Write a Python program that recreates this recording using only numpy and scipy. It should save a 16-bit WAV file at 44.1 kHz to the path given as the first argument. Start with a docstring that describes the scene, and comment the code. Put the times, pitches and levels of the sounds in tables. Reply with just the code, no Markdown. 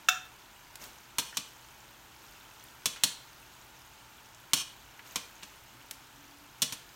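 """Steel tongs move meat from a china plate into a skillet in a small kitchen, over low room noise and hum.
Oil sizzles faintly throughout as bursting bubbles, with stray spits as short broad resonances.
First the tongs knock once on the plate, whose damped modes ring, and the oil soon flares up.
Then they tap the skillet (crack, clatter, ringing steel, pan wall, hob thud) and at times scrape over it.
Near the end a faint, rising low tone swells twice."""
import sys
import numpy as np
from scipy import signal
from scipy.fft import rfft
from scipy.io import wavfile
from scipy.ndimage import uniform_filter1d

SR = 44100
rng = np.random.default_rng(int(sys.argv[2]) if len(sys.argv) > 2 else 0)


def log_audio(samples):
    """Write samples as a 16-bit WAV file to the path given in sys.argv[1]."""
    # one column per channel
    frames = np.atleast_2d(samples).T
    # limit to full scale, then quantise
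    limited = np.clip(frames, -1, 1)
    pcm = np.round(limited * 32767).astype(np.int16)
    wavfile.write(sys.argv[1], SR, pcm)


N = 306495
TIME = np.arange(N) / SR   # time in the scene (s)
AGE = np.arange(SR // 2) / SR   # time since a contact (s)


def from_db(db):
    """Level and amplitude: 20 dB is a factor of ten in gain."""
    return 10 ** (np.asarray(db) / 20)


def rms_one(x):
    """Normalisation: scale to unit rms."""
    return x / np.sqrt(np.mean(x ** 2) + 1e-20)


def at_hz(points, hz):
    """Logarithmic frequency scale: interpolate a table along it."""
    f, value = np.transpose(points)
    return np.interp(np.log(np.maximum(hz, 1)), np.log(f), value)


def colour(x, spectrum, tilt_db=0):
    """Spectral shaping: multiply by a spectrum, tilted by so many dB an octave; unit rms."""
    hz = np.maximum(np.fft.rfftfreq(len(x), 1 / SR), 1)
    gain = from_db(at_hz(spectrum, hz) + tilt_db * np.log2(hz))
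    return rms_one(np.fft.irfft(rfft(x) * gain, len(x)))


def dying(t60, rise=1e-5):
    """Exponential decay: builds while the contact lasts, then falls 60 dB in each t60."""
    return (1 - np.exp(-AGE / rise)) * np.exp(-np.log(1000) * AGE / t60)


def swell(start, length, attack, t60):
    """Envelope: rises linearly over the attack, holds until the length is up, then decays exponentially."""
    rise = np.clip((TIME - start) / attack, 0, 1)
    return rise * np.exp(-np.log(1000) * np.maximum(TIME - start - length, 0) / t60)


def add(track, s, sound):
    """Superposition: add a sound to the track at time s."""
    start = max(round(s * SR), 0)
    track[start:start + len(sound)] += sound[:max(N - start, 0)]


def even_noise(envelope, width_hz):
    """Spectral whitening: under the envelope, every band of this width carries about the same energy."""
    noise = rng.standard_normal(len(AGE))
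    bins = max(int(width_hz * len(AGE) / SR), 1)
    for _ in range(2):
        power = uniform_filter1d(np.abs(rfft(noise * envelope)) ** 2, bins)
        noise = np.fft.irfft(rfft(noise) / np.sqrt(power), len(AGE))
    return rms_one(noise)


def crowd(spectrum, t60, rise, tilt_db=0):
    """High modal density: modes too dense to tell apart act as noise, struck and dying together."""
    envelope = dying(t60, rise)
    noise = even_noise(envelope, width_hz=450)
    return colour(noise, spectrum, tilt_db) * envelope


SCATTER_DB = 1   # standard deviation of each mode's level from strike to strike


def ring(modes, rise, favoured_hz=None):
    """Modal superposition: damped sines; the point of contact may favour modes near one pitch."""
    hz, db, t60 = np.transpose(modes)[:, :, None]
    db = db + SCATTER_DB * rng.standard_normal(hz.shape)
    if favoured_hz:
        octaves_away = np.log2(hz / favoured_hz)
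        db = db + 8 / (1 + (octaves_away / 0.077) ** 2)
    sines = np.sin(2 * np.pi * (hz * AGE + rng.random(hz.shape)))   # random phases
    return np.sum(from_db(db) * dying(t60, rise) * sines, axis=0)


def grains(per_s, spread_db):
    """Poisson-like impulses: random clicks of either sign, most of them small and a few large."""
    sizes = from_db(spread_db * np.minimum(rng.exponential(1, N), 5)) * rng.choice([-1, 1], N)
    return sizes * (rng.random(N) < per_s / SR)


def tick(centre_hz, octaves, t60):
    """Heavily damped resonance: a tiny contact or burst makes one broad spectral hump."""
    hz = np.geomspace(100, SR / 2, num=40)
    hump = -10 * np.log10(1 + (np.log2(hz / centre_hz) / octaves) ** 4)
    return crowd(np.column_stack([hz, hump]), t60, rise=0.00027, tilt_db=-2.0)


# spectrum of the room noise: f/Hz, level per Hz/dB
AIR_SPECTRUM = [(27, -38), (45, 5), (90, -5), (125, 1), (200, -10), (330, -4), (460, -14), (750, -6.5),
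                (900, 0.5), (1130, -6.5), (1420, -2.5), (1950, -10.5), (3000, -9), (8000, -23.5)]
# swells of a faint low tone: start t/s, length/s, level/dB
TONE_SWELLS = [(5.72, .23, -67.5), (6.11, 0.35, -65)]
TONE_HZ, TONE_RISE_HZ_PER_S = 273, 23   # pitch as the first swell starts, and its steady rise
TONE_ATTACK_S, TONE_RELEASE_T60_S = 0.05, .5


def background():
    """Stationary noise with tonal components: room noise, a trace of mains hum and a faint rising tone."""
    air = from_db(-57.0) * colour(rng.standard_normal(N), AIR_SPECTRUM)
    hum = from_db(-74.0) * np.sin(2 * np.pi * 120 * TIME)
    hz = TONE_HZ + TONE_RISE_HZ_PER_S * (TIME - TONE_SWELLS[0][0])
    level = sum(from_db(db) * swell(s, length, TONE_ATTACK_S, TONE_RELEASE_T60_S)
                for s, length, db in TONE_SWELLS)
    tone = level * np.sin(2 * np.pi * np.cumsum(hz) / SR)
    return air + np.sqrt(2) * (hum + tone)   # root two: the sines' levels are rms


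# reverberation time of the room: f/Hz, t60/s
ROOM_T60 = [(120, 0.33), (400, 0.36), (1400, 0.37), (3000, 0.42), (6000, 0.33), (10000, 0.3), (16000, 0.22)]


def kitchen(x, wet_db, build_s):
    """Reverberation: diffuse reflections thicken over milliseconds, then each band decays at its own rate."""
    edges = np.geomspace(70, 18000, num=10)   # band edges (Hz)
    diffuse = rfft(even_noise(dying(t60=.38, rise=build_s), width_hz=45))
    hz, tail = np.fft.rfftfreq(len(AGE), 1 / SR), 0
    for low, high in zip(edges, edges[1:]):
        band = np.fft.irfft(diffuse * ((hz >= low) & (hz < high)), len(AGE))
        tail = tail + band * dying(at_hz(ROOM_T60, np.sqrt(low * high)), build_s)
    return x + from_db(wet_db) * signal.fftconvolve(x, tail / np.linalg.norm(tail))[:N]


OIL_DB = -59   # steady frying
STIR_DB, STIR_T60_S = -72.5, 1.9   # extra frying after each tap has moved the meat
# the oil flares as wet meat meets the hot steel: t/s, level/dB, t60/s
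FLARES = [(.795, -49, 0.38), (2.2, -68, 5.0), (5.04, -58.5, 0.8)]
FLARE_ATTACK_S = 0.026


def frying_vigour():
    """Amplitude modulation: steady frying, livelier after every tap and flaring where wet meat lands."""
    stirred = sum(swell(s, FLARE_ATTACK_S, FLARE_ATTACK_S, STIR_T60_S) for s, *_ in TAPS)
    flares = sum(from_db(db) * swell(s, FLARE_ATTACK_S, FLARE_ATTACK_S, t60) for s, db, t60 in FLARES)
    return from_db(OIL_DB) + from_db(STIR_DB) * np.minimum(stirred, 1) + flares


# spectrum of the frying: f/Hz, level per Hz/dB
SIZZLE_SPECTRUM = [(800, 4), (1800, 4), (3000, 1), (4700, -3), (6500, 1), (10400, -8.5), (14500, -2),
                   (16500, -9)]


def sizzle():
    """Bubble noise: tiny steam bubbles burst in the oil; sparser ones each ping at a pitch of their own."""
    fizz = colour(grains(per_s=9000, spread_db=1.0), SIZZLE_SPECTRUM)
    bursts = grains(per_s=600, spread_db=3.1)
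    pitches = np.geomspace(2200, 15000, num=24)   # Hz
    dealt = rng.integers(0, len(pitches), N)   # which pitch each burst gets
    pings = np.zeros(N)
    for k, hz in enumerate(pitches):
        b, a = signal.iirpeak(min(hz, .45 * SR), 16, fs=SR)
        own_bursts = bursts * (dealt == k) + 1e-18   # the offset only avoids denormal numbers
        pings += signal.lfilter(b, a, own_bursts) / np.sqrt(hz)
    pings = colour(pings, SIZZLE_SPECTRUM, tilt_db=1.5)
    return frying_vigour() * (.85 * fizz + .52 * pings)


SPITS_PER_S, SPIT_T60_S = 4, 0.018
SPIT_MAX_DB, SPIT_RANGE_DB = -50.5, 8   # the largest spit; how far the smallest lies below it
SPIT_LOW_HZ, SPIT_HIGH_HZ, SPIT_OCTAVES = 6000, 13900, 0.42   # span of centres; width of each


def spits():
    """Random impulsive sources: droplets of fat burst, each with its own moment, size and pitch."""
    out = np.zeros(N)
    for when, size, pitch in rng.random((round(SPITS_PER_S * N / SR), 3)):
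        hz = SPIT_LOW_HZ * (SPIT_HIGH_HZ / SPIT_LOW_HZ) ** pitch
        gain = from_db(SPIT_MAX_DB + SPIT_RANGE_DB * (size - 1))
        add(out, when * N / SR, gain * tick(hz, SPIT_OCTAVES, SPIT_T60_S))
    return out


# light touches and loud spits of fat: t/s, level/dB, centre f/Hz, width/octaves, t60/s
TICKS = [(.7557, -31.5, 9000, 2.5, 0.019), (0.8392, -39, 9000, 1.4, .04), (1.326, -45, 1660, 0.23, .11),
         (2.6387, -38.5, 15000, 0.66, 0.017), (2.9608, -42.5, 2200, .96, 0.11),
         (4.3468, -41, 6500, .32, .015), (4.993, -39, 1900, 0.5, 0.038), (5.4257, -40, 2700, 0.59, 0.023),
         (5.9105, -26, 7200, 1.5, 0.02)]


def ticks():
    """Damped transients: the light touches and spits that stand out."""
    out = np.zeros(N)
    for s, db, centre_hz, octaves, t60 in TICKS:
        add(out, s, from_db(db) * tick(centre_hz, octaves, t60))
    return out


# distinct modes of the china: f/Hz, level/dB, t60/s
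PLATE_MODES = [(740.5, -13, 0.22), (1326, -1, 0.1), (1374, -3, 0.074), (1487, -4.5, 0.055),
               (1531, -0.5, 0.065), (1650, -5, 0.065), (1852, -20, 0.12), (2225, -9.5, 0.066),
               (2630, -7, .07), (2665, 8, 0.048), (2690, -17, .1), (3400, -3.5, 0.064), (3596, -6, 0.14),
               (3820, -23, 0.1), (5600, -20, .15), (7060, -10, 0.079)]
# spectrum of the tips skidding on the china: f/Hz, level per Hz/dB
PLATE_CLATTER = [(150, -32), (520, -36), (730, -9), (1020, -34), (1400, 1.5), (1750, -0.5), (2000, -13),
                 (2700, -14), (3500, -0.5), (4600, -17.5), (5600, -2.5), (7100, -7.5), (8800, -21),
                 (16000, -14.5)]
KNOCK_S = .0858
KNOCK_CLATTER_DB, KNOCK_RING_DB = -11.5, -19.5   # tongs on the plate


def plate():
    """Impact excitation: one hard knock; the tips skid for a moment and the china's modes ring."""
    out = np.zeros(N)
    add(out, KNOCK_S, from_db(KNOCK_CLATTER_DB) * crowd(PLATE_CLATTER, t60=0.04, rise=0.0012))
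    add(out, KNOCK_S, from_db(KNOCK_RING_DB) * ring(PLATE_MODES, rise=0.00075))
    return out


# tips dragged over the pan after a tap: start t/s, length/s, level/dB
DRAGS = [(1.245, 0.064, -54), (1.334, 0.038, -53.5), (2.918, 0.017, -51), (4.55, 0.067, -36)]
DRAG_ATTACK_S, DRAG_RELEASE_T60_S = 0.016, .04


def scrape():
    """Stick-slip friction: rapid slips excite the same steel as a tap does, damped by the pressing tips."""
    slips = rms_one(grains(per_s=2400, spread_db=0.5))
    force = sum(from_db(db) * swell(s, length, DRAG_ATTACK_S, DRAG_RELEASE_T60_S)
                for s, length, db in DRAGS)
    steel = ring(STEEL_MODES, rise=0.00037) * dying(t60=0.018)
    rung = signal.fftconvolve(slips * force, steel / np.linalg.norm(steel))[:N]
    rasp = colour(slips, ARM_CLATTER, tilt_db=-1.6) * force
    return from_db(-2.0) * rasp + from_db(-2.0) * rung


# tongs on the skillet: t/s, strength level/dB, tilt/(dB per octave), clatter t60/s,
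# crack level re strength/dB, pan wall level re strength/dB, favoured f/Hz
TAPS = [(1.184, -20.5, 2, 0.055, 6, -8.5, 3380), (1.1947, -27, -2, .05, -6.5, -16, 1650),
        (1.3704, -19, -1, 0.033, -6, -16, 2450), (2.857, -18.5, -0.8, 0.052, 2, -21, 3390),
        (3.0355, -13, -0.5, 0.048, 1, -19.5, 4100), (4.5336, -13, 0, 0.043, -1.5, -16, 3250),
        (5.1578, -23, -2, 0.046, -2.5, -6.5, 3040), (5.431, -39.5, -3, 0.059, -13, -4.5, 6300),
        (6.6192, -15.5, 1.9, 0.03, -14, -35, 3400), (6.624, -22, -1.5, 0.071, -7, -28, 2860),
        (6.7234, -29.5, 0.5, 0.056, -0.5, -7, 8900)]
# first instant of contact: f/Hz, level per Hz/dB
CRACK_SPECTRUM = [(300, -4), (1500, 2), (4000, 2.5), (8000, 0), (11000, 5), (14000, -3), (16500, -32)]
# crowded, quickly damped modes of the tong arms: f/Hz, level per Hz/dB
ARM_CLATTER = [(150, -41), (450, -14.5), (760, -14), (1550, -7.5), (2050, -9), (3100, 1.5), (4300, 2.5),
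               (4900, -4), (5800, 3), (9400, -1.5), (11000, -8.5), (14000, -5.5), (16500, -17)]
# ringing of steel on steel: f/Hz, level/dB, t60/s
STEEL_MODES = [(1087, -6, 0.11), (1433, -12, 0.26), (1730, -14, 0.15), (2470, 7.5, 0.049),
               (3010, -6, 0.094), (2960, 7, 0.095), (3200, 5, 0.069), (3426, 4.5, 0.093), (3570, -8, .1),
               (4080, -2, 0.065), (4280, 6, 0.08), (4400, 4, 0.095), (5070, -2, 0.078), (5230, -2, 0.087),
               (5510, 10.5, 0.069), (5600, -6, .11), (6060, 11, 0.055), (6300, -7, .11), (6500, -25, .09),
               (6850, -13, .09), (7800, -24, .09), (8400, -9, 0.074), (8900, -1, 0.082), (9370, 4, 0.083),
               (9900, -11, .1)]
# clack of the pan wall: f/Hz, level per Hz/dB
PAN_WALL = [(200, -5), (470, -12), (780, -23), (920, 2.5), (1080, 6), (1250, -3), (1600, 0), (2000, -9),
            (2450, 4.5), (4000, -7.5), (9000, -52)]
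# glass hob under the pan: f/Hz, level/dB, t60/s
HOB_MODES = [(127, -2, 0.089), (151.4, 2.5, 0.1), (196.5, -4.5, 0.16), (249.5, 0, 0.081), (287.3, -1, 0.13),
             (473.5, -4.5, 0.095), (615, -9, 0.11)]
RING_DB = -25.5   # ringing of the steel, re the strength of the tap
THUD_DB, THUD_FOLLOWS = -31, 0.62   # thud of the hob under a tap of 0 dB; dB of thud per dB of strength


def taps():
    """Coupled structures: a crack, then arms, steel and pan wall sound, and the hob answers more slowly."""
    out = np.zeros(N)
    for s, db, tilt_db, t60, crack_db, wall_db, favoured_hz in TAPS:
        crack = crowd(CRACK_SPECTRUM, t60=0.0096, rise=.0001)
        clatter = crowd(ARM_CLATTER, t60, rise=0.0004, tilt_db=tilt_db)
        steel = ring(STEEL_MODES, rise=0.00082, favoured_hz=favoured_hz)
        wall = crowd(PAN_WALL, t60=0.07, rise=0.00044)
        thud = ring(HOB_MODES, rise=0.0037)
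        add(out, s, from_db(db + crack_db) * crack)
        add(out, s, from_db(db) * clatter)
        add(out, s, from_db(db + RING_DB) * steel)
        add(out, s, from_db(db + wall_db) * wall)
        add(out, s, from_db(THUD_DB + THUD_FOLLOWS * db) * thud)
    return out


def scene():
    """Superposition: all sources at the stove share the kitchen's reverberation, over the background."""
    stove = plate() + taps() + ticks() + scrape() + sizzle() + spits()
    return (kitchen(stove, wet_db=-10.5, build_s=0.0023) + background())[None]


CUTOFF_HZ = 15900


def record(dry):
    """Low-pass filtering: an elliptic filter cuts the top steeply."""
    return signal.sosfilt(signal.ellip(10, .2, 80, CUTOFF_HZ, fs=SR, output="sos"), dry)


dry = scene()
out = record(dry)
log_audio(out)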